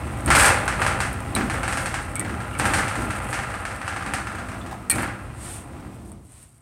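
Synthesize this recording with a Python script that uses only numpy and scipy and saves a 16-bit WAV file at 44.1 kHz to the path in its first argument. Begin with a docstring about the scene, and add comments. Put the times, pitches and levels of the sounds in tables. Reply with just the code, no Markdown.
"""Steel folding gate, hauled up

Close by the gate post, on one small, hissing microphone. Cables haul up the corrugated leaves,
which jolt and clank in their frame; loose sheets chatter and the big panels boom and groan.
A few sharp snaps cut through. The gate glides to rest, with faint handling clicks at the end."""
import sys
import numpy as np
from scipy import signal
from scipy.fft import rfft, irfft
from scipy.io import wavfile
from scipy.ndimage import uniform_filter1d

SR = 44100
rng = np.random.default_rng(int(sys.argv[2]) if len(sys.argv) > 2 else 0)


def put_to_file(sound):
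    """Save the sound as 16-bit audio at rate SR, in the file named by the first command-line argument."""
    columns = np.atleast_2d(sound).T  # one column per channel
    safe = np.clip(columns, -1, 1)
    whole_steps = np.round(safe * 32767)
    wavfile.write(sys.argv[1], SR, whole_steps.astype(np.int16))


N = 291500
TIME = np.arange(N) / SR

# Leaves jolting in the frame. Each row: start in seconds, relative level in dB, brightness in
# nominal dB, number of hard blows.
JOLTS = [(0.278, -20, -23, 1), (.304, -7, -16.5, 4), (.679, -16, -18.5, 1), (.818, -15.5, -19, 2),
         (1.004, -18.5, -13, 1), (1.364, -17, -23, 1), (1.499, -21, -19, 1), (1.632, -21, -18, 4),
         (1.859, -27, -6.5, 1), (1.942, -22, -14, 1), (2.249, -27, -27, 1), (2.295, -30, -23, 1),
         (2.598, -18, -16, 1), (2.655, -18.5, -15, 1), (2.7365, -16.5, -9.5, 1), (2.786, -19.5, -17, 1),
         (2.881, -26.5, -9.5, 1), (2.956, -30, -10, 1), (3.106, -25.5, -16, 1), (3.329, -21.5, -17, 1),
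         (3.343, -28, -9, 1), (3.39, -25, -25, 1), (3.541, -26.5, -26, 1), (3.653, -25, -16.5, 1),
         (3.71, -29.5, -22, 1), (3.8153, -26, -27.5, 1), (3.879, -22, -20, 1), (3.963, -24.5, -22, 1),
         (4.063, -26.5, -19, 1), (4.137, -20.5, -14.5, 1), (4.174, -34, -31, 1), (4.271, -27.5, -24, 1),
         (4.351, -29, -31, 1), (4.487, -32.5, -19, 1), (4.663, -35, -17, 1), (4.9, -27, -21, 1),
         (4.984, -21.5, -34, 2)]
# The steady haul, easing near the top. Each row: time in seconds, then relative levels in dB of
# chatter, groan and boom.
STEADY_HAUL = [(0, -34, -35, -30.5), (1.3, -34.5, -34.5, -31), (2.1, -35, -39.5, -33.5),
               (3.25, -29.5, -38, -33), (3.7, -34.5, -42.5, -37.5), (4.65, -40, -36.5, -36.5),
               (4.84, -45, -40, -41.5), (5.25, -43, -42.5, -36), (5.85, -45.5, -43, -42),
               (6.17, -64, -55, -44), (6.26, -75, -58.5, -47.5), (6.61, -63, -65, -55.5)]
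# The gate catches and shakes. Each row: start and length in seconds, then relative levels in dB of
# chatter, groan, boom and scrape.
GATE_LURCHES = [(0.254, 0.056, -23, -23.5, -21, -37), (0.343, .12, -14.5, -29.5, -25.5, -14.5),
                (0.77, 0.12, -23, -42, -30.5, -38), (1.34, 0.076, -47, -24.5, -37, -50),
                (1.5, 0.088, -28, -38, -34, -42), (1.665, 0.19, -31, -43, -42, -41),
                (2.18, 0.19, -47, -33, -39, -56), (2.573, 0.23, -25.5, -31, -30.5, -31.5),
                (2.956, .09, -66, -29.5, -33, -39), (4.048, 0.079, -36, -37, -39, -61),
                (4.915, 0.1, -29.5, -29, -32.5, -32), (5.688, 0.44, -65, -41.5, -46, -68)]
# Sharp snaps, then faint handling clicks near the microphone at the end.
# Each row: start in seconds, relative level in dB, click pitch in Hz.
SNAPS_AND_CLICKS = [(.2609, -9.5, 9300), (.656, -20, 10500), (1.13, -19.5, 11000), (1.3515, -6, 9600),
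                    (2.1557, -10, 8600), (2.1955, -6.5, 8460), (4.138, -15, 9800), (4.8985, -0.5, 9300),
                    (4.902, 0.5, 9500), (4.913, 0.5, 10400), (4.931, -14, 9550), (5.025, -18, 10500),
                    (6.118, -30, 8950), (6.32, -33, 9000), (6.429, -29, 9000)]
# Grazed fittings. Each row: start in seconds, pitch in Hz, peak in dB, the rasp's t60 in seconds.
FITTING_PINGS = [(1.349, 3960, -22, .06), (2.16, 2250, -28, .16), (2.2, 1950, -24.5, .12),
                 (2.53, 2800, -33, .12), (2.55, 2230, -28, .14), (4.612, 3500, -39, .07),
                 (4.712, 780, -28, .16), (4.722, 960, -28, .14), (4.899, 4255, -22, .07),
                 (4.9, 2450, -26, .18)]
# Brushing as the gate comes to rest. Each row: peak time and half length in seconds, level in dB.
BRUSH_SWELLS = [(5.503, 0.094, -41.5), (6.38, 0.093, -55.5)]
# How loudly the track sings. Each row: time in seconds, level in dB.
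TRACK_LEVELS = [(0, -63.5), (1.4, -53), (2.9, -38.5), (3.5, -44.5), (4.2, -43.5), (4.8, -51), (5.15, -45),
                (5.45, -63.5), (6.61, -86)]

# Resonances of the steel sheets. Each row: frequency in Hz, weight in nominal dB.
STEEL_MODES = [(534, -5), (608.3, -65), (786.0, -44.5), (1200, -41), (1351, -35.5), (1421, -50),
               (1588, -50.5), (1637, -22), (1749, -44), (2035, -26), (2164, -56), (2272, -54.5),
               (2654, -31), (4250, -15)]
# The metallic ring after a snap. Each row: frequency in Hz, relative level in dB, t60 in seconds.
SNAP_RING = [(1380, -5, 0.16), (1865, 5, 0.18), (1874, -4, .14), (2070, -5, .16), (2283, 8, 0.22),
             (2370, 3, 0.16), (3340, -11, 0.1), (3700, -12.5, .1), (4680, -7, .08), (5550, -6, .09),
             (6250, -7.5, 0.089)]
# Resonances of frame, track and rollers. Each row: frequency and width in Hz, relative level in dB.
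FRAME_HUM = [(198.7, 19, 4), (249.6, 25, -3), (302, 32, 2), (339.4, 3.4, -5.5)]
TRACK_SONG = [(1250, 27, -4), (1278, 21, 9.5), (1375, 7.4, 10), (1460, 8.4, -8.5), (4130, 100, -27)]
ROLLER_RING = [(705, 56, 3), (770, 56, -4), (987, 90, -0.5), (1130, 90, -6)]

# The spectrum of each sound. Each row: frequency in Hz, relative level in dB.
CLANK_SPECTRUM = [(100, -34.5), (300, -6), (450, -15), (750, 2), (1000, 0.5), (1550, 5), (2500, -3),
                  (3600, -13.5), (4300, -12.5), (6500, -16.5), (10000, -18.5), (15500, -40)]
CHATTER_SPECTRUM = [(200, -19), (450, 1), (750, 5), (1000, 2.5), (1380, 3.5), (1800, -0.5), (2400, -1.5),
                    (3500, -15), (6000, -34.5), (10000, -23), (15500, -58.5)]
GROAN_SPECTRUM = [(100, -10), (190, 1.5), (260, 5.5), (340, -2.5), (440, -13), (700, -8.5), (1150, -15.5),
                  (1700, -32.5), (4000, -51)]
BOOM_SPECTRUM = [(20, -16), (35, -17.5), (52, -1.5), (80, -1), (125, -0.5), (165, -15), (300, -20.5),
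                 (1000, -65.5)]
SNAP_SPECTRUM = [(200, -10), (1000, -15), (3200, 3), (5500, -7), (7000, -7.5), (8300, 2), (10200, 0.5),
                 (13000, -1.5), (15500, -7.5)]
SCRAPE_SPECTRUM = [(500, -7.5), (2200, -3), (3300, -3), (6000, -4), (9500, 3.5), (11000, -1.5), (13000, -4),
                   (15500, -22)]
BRUSH_SPECTRUM = [(600, 20.5), (2000, 17.5), (3800, 12.5), (6000, 10), (9000, 17), (11000, 13), (15500, -3)]


def clanks(contact_db=-8, crack_db=-6, buzz_db=-5, wash_db=-3, usual_treble_db=-17, gain_db=25):
    """Each blow: a hard contact, a crack, the buzz of sheet on frame and the wash of the whole leaf."""
    force = np.zeros(N)
    wash = burst(t60=0.49, grain_db=-3)  # the same leaf answers every blow
    lowpass = signal.butter(1, 3000, fs=SR, output="sos")
    for start, db, treble_db in blows():
        crack = undb(crack_db) * burst(t60=0.12, grain_db=3)
        buzz = undb(buzz_db) * burst(t60=0.36, grain_db=5)
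        blow = crack + buzz + undb(wash_db) * wash
        blow[0] += undb(contact_db)
        body = signal.sosfilt(lowpass, blow)
        # each blow has its own brightness
        treble = undb(0.75 * (treble_db - usual_treble_db)) * (blow - body)
        add(force, start, undb(db) * (body + treble))
    return undb(gain_db) * through(sheets(force), colour(CLANK_SPECTRUM))


def blows(bounce_s=0.047, bounce_db=-1.18, knocks_per_s=5):
    """Leaves strike, bounce and settle, with light knocks between; yields start, level, brightness."""
    for start, db, treble_db, count in JOLTS:
        for k in range(count):
            yield start + k * bounce_s, db + k * bounce_db, treble_db + 3 * k
        yield start + count * bounce_s, db + count * bounce_db - 4.5, treble_db - 27  # soft and dull
    knock_slots_s = np.arange(2.3, 4.65, 1 / knocks_per_s)
    for start, (late, soft) in zip(knock_slots_s, rng.random(size=(64, 2))):
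        yield start + late / knocks_per_s, -28 - 4 * soft, -23


def chatter(level_db, taps_per_s=150, fixings=4, contact_db=-10, gain_db=-4):
    """Loose sheets tap against their fixings many times a second."""
    force = np.zeros(N)
    for _ in range(fixings):
        hits = rng.random(N) < taps_per_s / fixings / SR
        taps = hits * undb(3 * rng.standard_normal(N))
        shake = burst(t60=0.085, grain_db=-2)  # every fixing shakes the sheet in its own way
        shake[0] += undb(contact_db)
        force += through(taps, shake)
    force = steady(force, seconds=0.018) * undb(level_db + gain_db)
    return through(sheets(force), colour(CHATTER_SPECTRUM))


def sheets(force, width_hz=11):
    """The force plus the narrow resonances it wakes in the steel, most of all near 1.6 kHz."""
    modes = [(hz, width_hz, weight / 3 - 2.5 * abs(np.log2(hz / 1600))) for hz, weight in STEEL_MODES]
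    ring = resonances(modes)
    ring /= np.abs(rfft(ring)).max()
    return force + 1.7 * through(force, ring)


def panels(groan_db, boom_db):
    """The big panels groan and boom as they slide, and the frame hums with them."""
    groan = rubbing(colour(GROAN_SPECTRUM), groan_db - 4, grain_db=7)
    hum = rubbing(resonances(FRAME_HUM), groan_db - 4.5, grain_db=-2.5)
    boom = rubbing(colour(BOOM_SPECTRUM), boom_db, grain_db=-3.5)
    return groan + hum + boom


def snaps_and_clicks(click_db=5, broadband_db=-15, crackle_db=-6, ring_db=-39):
    """Sharp snaps, then faint handling clicks near the microphone: each a tick, crackle and ring."""
    clicks, ringing = np.zeros((2, N))
    t = TIME[:SR // 2]
    for start, db, click_hz in doubled_clicks():
        tick = undb(crackle_db) * burst(t60=0.078, grain_db=1.5)
        tick[0] += 1
        click = signal.lfilter(*signal.iirpeak(click_hz, Q=4, fs=SR), tick) + undb(broadband_db) * tick
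        add(clicks, start, undb(db + click_db) * click)
        ring = sum(undb(mode_db) * fade(t, t60) * np.sin(2 * np.pi * (hz * t + rng.random()))
                   for hz, mode_db, t60 in SNAP_RING)
        add(ringing, start, undb(1.16 * db + ring_db) * ring)  # faint clicks hardly ring
    # all-passes spread each click over about a millisecond
    _, poles = signal.iirpeak(9800, Q=4, fs=SR)
    for _ in range(3):
        clicks = signal.lfilter(poles[::-1], poles, clicks)
    return through(clicks, colour(SNAP_SPECTRUM)) + ringing


def doubled_clicks(repeat_s=0.008, repeat_db=-8.5):
    """Each snap or click and a weaker one just behind it; yields start, level, pitch."""
    for start, db, hz in SNAPS_AND_CLICKS:
        yield start, db, hz
        yield start + repeat_s, db + repeat_db, hz


def running_gear(haul_groan_db):
    """The track sings under the rollers, which run steadily in their guide."""
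    track_db = np.interp(TIME, *np.transpose(TRACK_LEVELS))
    track = rubbing(resonances(TRACK_SONG), track_db, grain_db=-6)
    rollers = rubbing(resonances(ROLLER_RING), haul_groan_db - 8.5, grain_db=3.5)
    return track + rollers


def scrape(level_db):
    """Gate and cable rub with a bright rasp that flickers as they catch."""
    catching_db = 3.5 * flutter(per_second=60)
    return rubbing(colour(SCRAPE_SPECTRUM), level_db + catching_db - 11, grain_db=8.5)


def pings(width_hz=80):
    """Pins and brackets are grazed: a brief rasp keeps one resonance ringing."""
    out = np.zeros(N)
    for start, hz, db, t60 in FITTING_PINGS:
        ring = through(burst(t60, grain_db=9), resonances([(hz, width_hz, 0)]))
        add(out, start, undb(db) * ring / np.abs(ring).max())
    return out


def brushings():
    """Light rubbing swells and fades as the gate glides to rest."""
    swell = sum(undb(db) / (1 + ((TIME - peak_s) / half_s) ** 4) for peak_s, half_s, db in BRUSH_SWELLS)
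    return swell * rubbing(colour(BRUSH_SPECTRUM), level_db=0, grain_db=3)


def shaken(haul_db, part, t60, attack_s=0.026):
    """Level in dB of one part: the steady haul plus every lurch, which rises, holds and dies away."""
    power = undb(haul_db) ** 2
    t = TIME[:3 * SR // 2]
    rise = np.minimum(t / attack_s, 1)
    column = ("chatter", "groan", "boom", "scrape").index(part)
    for start, length, *levels_db in GATE_LURCHES:
        release = fade(np.maximum(t - length, 0), t60)
        add(power, start, (undb(levels_db[column]) * rise * release) ** 2)
    return 10 * np.log10(power)


def burst(t60, grain_db):
    """Grainy dying noise of unit energy, as of bending waves scattered by corrugations."""
    t = TIME[:SR // 2]
    noise, grain = rng.standard_normal((2, len(t)))
    wave = noise * undb(grain_db * grain) * fade(t, t60)
    return wave / np.linalg.norm(wave)


def rubbing(response, level_db, grain_db):
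    """Dense tiny slips, coloured by the part that they shake."""
    slips = rng.standard_normal(N) * undb(grain_db * rng.standard_normal(N))
    return steady(through(slips, response), seconds=0.12) * undb(level_db)


def resonances(modes):
    """Ringing response of unit energy, one damped cosine for each mode."""
    t = TIME[:SR // 2]
    ring = sum(undb(db) * np.sqrt(width) * np.exp(-np.pi * width * t) * np.cos(2 * np.pi * hz * t)
               for hz, width, db in modes)
    return ring / np.linalg.norm(ring)


def colour(spectrum, size=8192):
    """Minimum-phase response of unit energy with the given spectrum."""
    hz, db = np.transpose(spectrum)
    grid_hz = np.maximum(np.arange(size // 2 + 1) * SR / size, 1)
    grid_db = np.interp(np.log(grid_hz), np.log(hz), db)
    cepstrum = irfft(np.log(undb(grid_db)))
    cepstrum[1:size // 2] *= 2
    cepstrum[size // 2 + 1:] = 0
    response = irfft(np.exp(rfft(cepstrum)))
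    return response / np.linalg.norm(response)


def flutter(per_second):
    """Random levels, held briefly and smoothed; spread near 1."""
    hold = int(SR / per_second)
    steps = np.repeat(rng.standard_normal(N // hold + 1), hold)
    return uniform_filter1d(steps, hold)[:N]


def rms(x, seconds):
    """Running RMS level."""
    return np.sqrt(uniform_filter1d(x ** 2, int(seconds * SR)).clip(1e-12))


def steady(x, seconds):
    """Even out slow swells, leaving the quick flutter."""
    return x / rms(x, seconds)


def undb(db):
    """Decibels to gain."""
    return 10 ** (np.asarray(db) / 20)


def fade(t, t60):
    """Exponential decay, 60 dB down at t60."""
    return np.exp(-np.log(1000) * t / t60)


def add(track, start_s, sound):
    """Mix a sound into a track."""
    start = max(int(start_s * SR), 0)
    track[start:start + len(sound)] += sound[:max(N - start, 0)]


def through(x, response):
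    """Convolve, keeping the length."""
    return signal.fftconvolve(x, response)[:len(x)]


def scene(cable_rub_db=-55.5):
    """The gate from beside its post, in mono, following the haul and its lurches."""
    times, *columns = np.transpose(STEADY_HAUL)
    haul_chatter_db, haul_groan_db, haul_boom_db = (np.interp(TIME, times, db) for db in columns)
    haul_scrape_db = np.maximum(haul_chatter_db - 12, cable_rub_db)  # the cable always rubs a little
    chatter_db = shaken(haul_chatter_db, "chatter", t60=1)
    groan_db = shaken(haul_groan_db, "groan", t60=0.61)
    boom_db = shaken(haul_boom_db, "boom", t60=0.64)
    scrape_db = shaken(haul_scrape_db, "scrape", t60=0.19)
    sliding = panels(groan_db, boom_db) + running_gear(haul_groan_db) + scrape(scrape_db)
    return (clanks() + chatter(chatter_db) + sliding + brushings() + snaps_and_clicks() + pings())[None]


def record(dry, port_hz=8570, port_width_hz=850, port_db=8, hiss_db=-77, ceiling_db=-13, top_hz=15800):
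    """A small hissing microphone, weak in the deep bass, its port ringing in the treble; a limiter."""
    thinned = signal.sosfilt(signal.butter(3, 36, "high", fs=SR, output="sos"), dry)
    port = signal.lfilter(*signal.iirpeak(port_hz, port_hz / port_width_hz, fs=SR), thinned)
    picked_up = thinned + undb(port_db) * port + undb(hiss_db) * rng.standard_normal(N)
    limiter_gain = np.minimum(1, undb(ceiling_db) / rms(picked_up, seconds=0.012))
    limited = picked_up * uniform_filter1d(limiter_gain, size=200)
    lowpass = signal.ellip(8, 0.2, 70, top_hz, fs=SR, output="sos")
    return signal.sosfilt(lowpass, np.tanh(limited))


dry = scene()
out = record(dry)
put_to_file(out)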